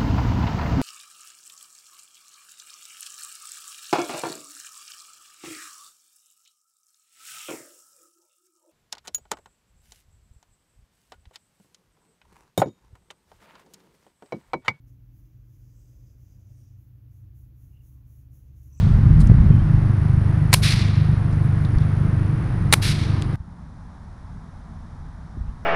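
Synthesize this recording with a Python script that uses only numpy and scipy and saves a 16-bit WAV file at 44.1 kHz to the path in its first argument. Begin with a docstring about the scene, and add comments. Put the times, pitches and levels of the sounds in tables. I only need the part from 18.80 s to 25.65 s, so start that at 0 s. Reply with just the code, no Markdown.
"""On a lawn an engine idles with a deep throb while wind bumps the microphone. A whip's lash swishes,
a far bird whistles and the wing buzz of two katydids swells. At 1.7 s and 3.9 s the short whip cracks:
its supersonic tip fires a shock, and a wall of trees throws each crack back as a long hiss.
At 4.6 s the scene cuts to a calmer moment without the engine: light wind, far traffic,
faint katydids and one last whistle."""
import sys
import numpy as np
from scipy import signal
from scipy.fft import rfft, irfft, next_fast_len
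from scipy.io import wavfile
from scipy.ndimage import map_coordinates

SR = 44100
rng = np.random.default_rng(int(sys.argv[2]) if len(sys.argv) > 2 else 0)


def to_wav(sig):
    """Store sig (one row per channel, or 1-D mono) as 16-bit WAV at the path in sys.argv[1].

    Samples outside -1..1 are clipped; the rate is SR.
    """
    pcm = np.clip(np.atleast_2d(sig), -1, 1) * 32767
    pcm = np.round(pcm).astype(np.int16)
    wavfile.write(sys.argv[1], SR, pcm.T)  # frames by channels


N = 302085
T = np.arange(N) / SR
CUT_S = 4.557

# open-air bed before the cut: (frequency [Hz], level [dB])
AIR_COLOUR = [(150, -6), (350, 3.5), (500, -1), (750, 0), (1250, -0.5), (1900, -5), (2900, -16.5),
              (5700, -24.5), (7700, -36.5), (9400, -29), (10800, -39.5), (12500, -44), (14500, -68)]
# calm-air bed after the cut: (frequency [Hz], level [dB])
CALM_COLOUR = [(150, -4), (330, -4.5), (520, -7), (880, 0.5), (1300, -5), (1850, -11), (2750, -26),
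               (3700, -21), (4600, -25), (5500, -22.5), (7500, -31.5), (10000, -32), (12500, -49),
               (14500, -70)]
# rumble of far traffic: (frequency [Hz], level [dB])
TRAFFIC_COLOUR = [(30, -18), (85, 6), (120, -11), (160, 0.5), (240, -9), (330, -22.5), (600, -52),
                  (3000, -120)]
# low murmur under the engine: (frequency [Hz], level [dB])
MURMUR_COLOUR = [(40, -21), (80, 2.5), (150, 12), (230, -4), (350, -12.5), (500, -26.5), (900, -61.5),
                 (4000, -120)]
# boom of the exhaust pipe: (frequency [Hz], level [dB])
EXHAUST_COLOUR = [(25, -23), (50, -18.5), (75, -1), (100, 5.5), (125, 2), (150, 1.5), (178, -20.5),
                  (203, -9), (262, -33), (302, -22.5), (360, -38), (455, -43), (540, -39.5), (1000, -49),
                  (2000, -56), (4000, -100)]
# level ride of the exhaust: (time [s], level [dB])
EXHAUST_RIDE = [(0, -16), (1.1, -17), (3.3, -18), (3.55, -24.5), (3.9, -21), (4.55, -23)]
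# engine tones: (pitch [Hz], base level [dB])
HUM_TONES = [(301.5, -39.5), (333, -47), (375, -50.5), (452, -53.5)]
# wind on the microphone: (frequency [Hz], level [dB])
BUFFET_COLOUR = [(10, -14.5), (25, -3.5), (42, 1), (90, -4.5), (160, -7.5), (230, -17.5), (350, -37.5),
                 (700, -58), (2000, -79), (8000, -130)]
# gusts on top of the breeze: (time [s], half length [s], level [dB])
WIND_GUSTS = [(0.103, 0.2, -21), (0.496, 0.33, -14), (5.57, 0.042, -45), (6.2, 0.11, -43),
              (6.622, 0.18, -41)]
# single eddies bumping the microphone: (time [s], level [dB], pitch [Hz])
WIND_BUMPS = [(0.4989, 1.5, 137), (0.516, -0.5, 99), (0.608, -0.5, 42), (0.7072, 2, 109.4),
              (2.968, -8.5, 43.2), (4.607, -21.5, 69.7), (6.573, -26, 216), (6.582, -21.5, 71),
              (6.616, -17, 54), (6.691, -20.5, 45.4)]
# far whistles: (time [s], length [s], start pitch [Hz], end pitch [Hz], level [dB])
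BIRD_WHISTLES = [(0.673, 0.12, 3250, 3010, -56), (0.787, 0.025, 3050, 3160, -50),
                 (6.65, 0.07, 2100, 3250, -68)]
# one row per katydid: (stroke rate [1/s], top pitch [Hz], pitch bend [Hz per stroke squared],
# crest position [share of stroke], relative level [dB])
KATYDID_VOICES = [(61, 9740, 3100, .38, -2.5), (67, 10270, 1800, 0.59, -14)]
# a crack scattered by leaves and grass: (frequency [Hz], level [dB])
LEAF_COLOUR = [(300, -25), (800, -14.5), (1500, -4.5), (2200, 1.5), (3000, -1.5), (4000, 3.5), (5300, 0),
               (7200, -9.5), (10000, -2), (11700, -12.5), (13200, -13.5), (14500, -20), (15400, -53)]
# the lash sweeping through air and grass: (time [s], level [dB], half length [s], centre [Hz])
LASH_SWISHES = [(0.411, -45, 0.008, 9000), (0.412, -44.5, 0.0091, 4300), (0.44, -59, 0.027, 9500),
                (2.53, -56.5, 0.011, 4900), (2.654, -64, 0.02, 10500), (2.83, -68, 0.018, 10500),
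                (3.022, -52, 0.016, 3360)]
# light taps of the cord: (time [s], level [dB], pitch [Hz], 60 dB fade [s], sharpness [Q])
CORD_TAPS = [(0.473, -29, 6170, 0.0047, 2.5), (2.85, -29, 3630, 0.014, 5.9),
             (2.985, -33.5, 4200, 0.0068, 3), (4.4156, -41, 7500, 0.0052, 3),
             (4.4225, -17, 3270, 0.0035, 0.85)]
# tone of a shock: (frequency [Hz], level [dB])
SHOCK_COLOUR = [(100, -3), (400, -1.5), (1000, 0.5), (1600, -1), (2300, 2.5), (3100, -2.5), (4000, 1),
                (5600, -7.5), (7500, -7.5), (9500, -1.5), (11500, -8.5), (13000, -14.5), (15500, -21)]
# whip hits: (time [s], crack gain [dB], lead snap gain [dB], tree send [dB], grass send [dB],
# tree echo treble [dB])
WHIP_CRACKS = [(1.7394, 0.5, -6.5, -18, -31, -5), (3.936, 0.1, -2, -22.5, -38.5, -2.5)]

TREES_DELAY_S = 0.089  # pre-delay: out to the edge of the wood and back


def amp(db):
    """Decibels to gain."""
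    return 10 ** (np.asarray(db) / 20)


def unit(x):
    """x at rms 1."""
    return x / np.sqrt(np.mean(x ** 2) + 1e-20)


def along(points, hz):
    """(frequency, value) points read on a log axis."""
    knots_hz, values = np.transpose(points)
    return np.interp(np.log(hz + 1), np.log(knots_hz + 1), values)


def wobble(rate):
    """Smooth random modulation, rate knots a second."""
    return map_coordinates(rng.standard_normal(1024), [T * rate], mode="wrap")


def rise(t, width):
    """A smooth fade from 0 to 1 around t = 0."""
    return .5 + .5 * np.tanh(t / (2 * width))


def filtered(x, response):
    """EQ x with a gain curve over frequency."""
    size = next_fast_len(len(x) + 8192)
    return irfft(rfft(x, size) * response(np.fft.rfftfreq(size, 1 / SR)), size)[:len(x)]


def noise(colour, size=N):
    """Coloured noise of rms 1."""
    return unit(filtered(rng.standard_normal(size), lambda hz: amp(along(colour, hz))))


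def band(centre_hz, q, size=N):
    """Noise of rms 1 around one pitch, with dark skirts."""
    peak = lambda hz: 1 / (1 + (q * (hz / centre_hz - centre_hz / (hz + 1))) ** 2)
    return unit(filtered(rng.standard_normal(size), lambda hz: peak(hz) / (1 + (hz / 12000) ** 14)))


def ring(colour, size=8192):
    """Minimum-phase impulse response of energy 1 with this colour."""
    cepstrum = irfft(np.log(amp(along(colour, np.fft.rfftfreq(size, 1 / SR)))))
    cepstrum[1:size // 2] *= 2
    cepstrum[size // 2 + 1:] = 0
    impulse = irfft(np.exp(rfft(cepstrum)))
    return impulse / np.linalg.norm(impulse)


def treble_shelf(x, treble_db, corner_hz=6000):
    """Lift or dull the top end."""
    return filtered(x, lambda hz: amp(treble_db * hz ** 4 / (hz ** 4 + corner_hz ** 4)))


def open_air(level_db=-39.5):
    """A bed of gently wavering air; at the start an earlier echo dies away in the trees."""
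    air = noise(AIR_COLOUR) * amp(level_db + 0.36 * wobble(11))
    echo_tail = amp(-46) * band(3400, q=1.1) * np.exp(-T / 0.12)
    return air + echo_tail


def calm_air(level_db=-51.5, dip_db=5, settle_s=0.36):
    """A quieter bed that starts a little low at the cut and settles."""
    return noise(CALM_COLOUR) * amp(level_db - dip_db * np.exp(-np.abs(T - CUT_S) / settle_s))


def far_traffic(level_db=-43):
    """Distant traffic blurs into a drifting rumble."""
    return noise(TRAFFIC_COLOUR) * amp(level_db + wobble(3.7))


def engine(idle_hz=25.36, sag_hz_per_s=.125, jitter_s=.0001, spread_db=1.1, murmur_db=-26):
    """One exhaust puff per firing booms in the pipe; higher orders hum over a rough murmur."""
    firing_phase = np.cumsum(idle_hz - sag_hz_per_s * T) / SR + .27
    firings = np.flatnonzero(np.diff(np.floor(firing_phase)))
    slip, weakness = rng.standard_normal((len(firings), 2)).T
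    onsets = np.clip(firings + np.round(jitter_s * SR * slip).astype(int), 0, N - 1)
    puffs = np.bincount(onsets, amp(-spread_db * weakness), N)
    boom = unit(signal.fftconvolve(puffs, ring(EXHAUST_COLOUR))[:N])
    boom *= amp(np.interp(T, *np.transpose(EXHAUST_RIDE)))
    hum = sum(amp(db + 2.6 * wobble(4.4)) * np.sin(2 * np.pi * hz * T + 0.69 * wobble(5))
              for hz, db in HUM_TONES)
    hum *= amp(.7 * (T - CUT_S / 2))  # the tones creep up on the exhaust
    return boom + hum + amp(murmur_db) * noise(MURMUR_COLOUR)


def wind(breeze_db=-23, ease_db_per_s=1.5, calm_db=-42, bump_cycles=0.48):
    """Breeze and gusts rumble on the microphone; single eddies push and pull it with a dull knock."""
    breeze = amp(np.where(T < CUT_S, breeze_db - ease_db_per_s * T, calm_db))
    gusts = sum(amp(db) * np.exp(-((T - at) / width) ** 2) for at, width, db in WIND_GUSTS)
    rumble = unit(noise(BUFFET_COLOUR) * amp(0.5 * wobble(13)))
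    out = (breeze + gusts) * rumble
    for at, db, hz in WIND_BUMPS:
        cycles = (T - at) * hz
        knock = amp(-31) * band(3 * hz, q=2.1)  # imitates the bump overloading the microphone
        out += amp(db) * (knock - np.sin(2 * np.pi * cycles)) * np.exp(-(cycles / bump_cycles) ** 2)
    return out


def birds():
    """Far whistles glide softly in and out."""
    out = np.zeros(N)
    for at, length, start_hz, end_hz, db in BIRD_WHISTLES:
        progress = np.clip((T - at) / length, 0, 1)
        hz = start_hz + (end_hz - start_hz) * progress + 30 * wobble(150)
        out += amp(db) * np.sin(np.pi * progress) * np.sin(2 * np.pi * np.cumsum(hz) / SR)
    return out


def katydids(full_db=-61.5, far_db=-79.5, swell_db=5.5, swell_at_s=1, duty=0.55, waver_hz=35):
    """Each wing stroke is a short tone whose pitch arches with the speed of the scraper."""
    buzz = np.zeros(N)
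    for rate, top_hz, bend_hz, crest, db in KATYDID_VOICES:
        stroke = np.clip((rate * T + .02 * wobble(4.1)) % 1 / duty, 0, 1)
        hz = top_hz - bend_hz * (stroke - crest) ** 2 + waver_hz * wobble(130)
        force = np.abs(np.sin(np.pi * stroke)) ** 0.23 * np.exp(-1.5 * (stroke - crest) ** 2)
        buzz += amp(db) * unit(force * np.sin(2 * np.pi * np.cumsum(hz) / SR))
    near_db = full_db - swell_db * rise(swell_at_s - T, .1)
    return buzz * amp(np.where(T < CUT_S, near_db, far_db))


def add(track, at, sound):
    """Drop a sound onto the track at a time in seconds."""
    part = track[max(round(at * SR), 0):][:len(sound)]
    part += sound[:len(part)]


def tree_envelope(t, attack_s=.0035, swell_db_per_s=58, hold_s=0.11, release_s=0.0074, tail_s=1.27):
    """The wood's edge swells as the wave spreads along it, then lets go; its depth rings on."""
    late = t - TREES_DELAY_S
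    edge = amp(-11.5 + swell_db_per_s * late) * rise(hold_s - late, release_s)
    depth = amp(-3.5 - 60 * late / tail_s)
    return rise(late, attack_s) * np.hypot(edge, depth)


def echoes(air_loss_db_per_s=64, clump_db=1.4, grass_fade_s=0.2):
    """Grass scatters each crack at once; the trees answer later, duller as air soaks up the treble."""
    out, t = np.zeros(N), np.arange(SR) / SR
    for at, _, _, trees_db, grass_db, treble_db in WHIP_CRACKS:
        scatter = noise(LEAF_COLOUR, size=SR)
        scatter *= amp(clump_db * (wobble(130) + wobble(34.2)))[:SR]  # trunks and crowns reflect in clumps
        hz, delay, spectrogram = signal.stft(scatter, SR, nperseg=256)
        travel_s = np.maximum(delay - TREES_DELAY_S, 0)
        loss_db = air_loss_db_per_s * np.outer((hz / 10000) ** 1.65, travel_s)
        trees = signal.istft(spectrogram * amp(-loss_db), SR, nperseg=256)[1][:SR]
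        add(out, at, treble_shelf(trees * amp(trees_db) * tree_envelope(t), treble_db))
        grass = treble_shelf(noise(LEAF_COLOUR, size=SR), treble_db=9)
        add(out, at, grass * amp(grass_db - 60 * t / grass_fade_s))
    return out


def lash(ring_share=0.45, attack_s=0.00005):
    """Around the cracks the lash swishes through air and grass and taps lightly."""
    out, t = np.zeros(N), np.arange(8192) / SR
    for at, db, width, hz in LASH_SWISHES:
        out += amp(db) * band(hz, q=1.8) * np.exp(-.5 * ((T - at) / width) ** 2)
    for at, db, hz, fade_s, q in CORD_TAPS:
        tap = ring_share * np.sin(2 * np.pi * hz * t) + band(hz, q, size=len(t))
        add(out, at, tap * amp(db - 60 * t / fade_s) * (1 - np.exp(-t / attack_s)))
    return out


def shock(fade_s, treble_db, attack_s=.00005, front_s=0.000084):
    """One shock front with a short spray of turbulence."""
    t = np.arange(4096) / SR
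    front = (1 - t / front_s) * np.exp(-t / front_s)
    spray = 0.88 * rng.standard_normal(len(t)) * amp(-60 * t / fade_s)
    transient = (front + spray) * (1 - np.exp(-t / attack_s))
    return treble_shelf(signal.fftconvolve(transient, ring(SHOCK_COLOUR, size=512)), treble_db)


def whip_cracks(lead_s=.0105, rush_ahead_s=.002, rush_width_s=0.0046, tip_db=2.5, bounce_s=0.0019):
    """Each crack: a lead snap, a rush of air, the supersonic tip's bright shock and two dull bounces."""
    out = np.zeros(N)
    for at, db, lead_db, *_ in WHIP_CRACKS:
        add(out, at - lead_s, amp(lead_db) * shock(fade_s=0.034, treble_db=-2, attack_s=.0007))
        rush = amp(-21) * band(5510, q=.9)  # the tip speeds up
        thud = amp(-26) * band(251, q=1)  # the lash shoves air aside
        out += amp(db) * (rush + thud) * np.exp(-np.abs(T - at + rush_ahead_s) / rush_width_s)
        add(out, at, amp(db + tip_db) * shock(fade_s=0.0038, treble_db=8.5))
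        for k, bounce_db in enumerate((-0.5, -2.5), start=1):
            add(out, at + k * bounce_s, amp(db + bounce_db) * shock(fade_s=.011, treble_db=-4.5))
    return out


def scene():
    """Whip, wind and animals ride over two beds, joined by a hard cut."""
    before_cut = np.clip((CUT_S - T) / 0.0012, 0, 1)
    air = open_air()
    calm_bed = far_traffic() + calm_air()
    engine_bed = air + engine() + echoes()
    background = before_cut * engine_bed + (1 - before_cut) * calm_bed
    return (whip_cracks() + lash() + wind() + katydids() + birds() + background)[None]


def record(dry, top_hz=15750):
    """The loudest peaks clip; a steep low-pass trims the very top."""
    clipped = np.clip(dry[0], -1, 1)
    return filtered(clipped, lambda hz: 1 / (1 + (hz / top_hz) ** 200))[None]


dry = scene()
out = record(dry)
to_wav(out)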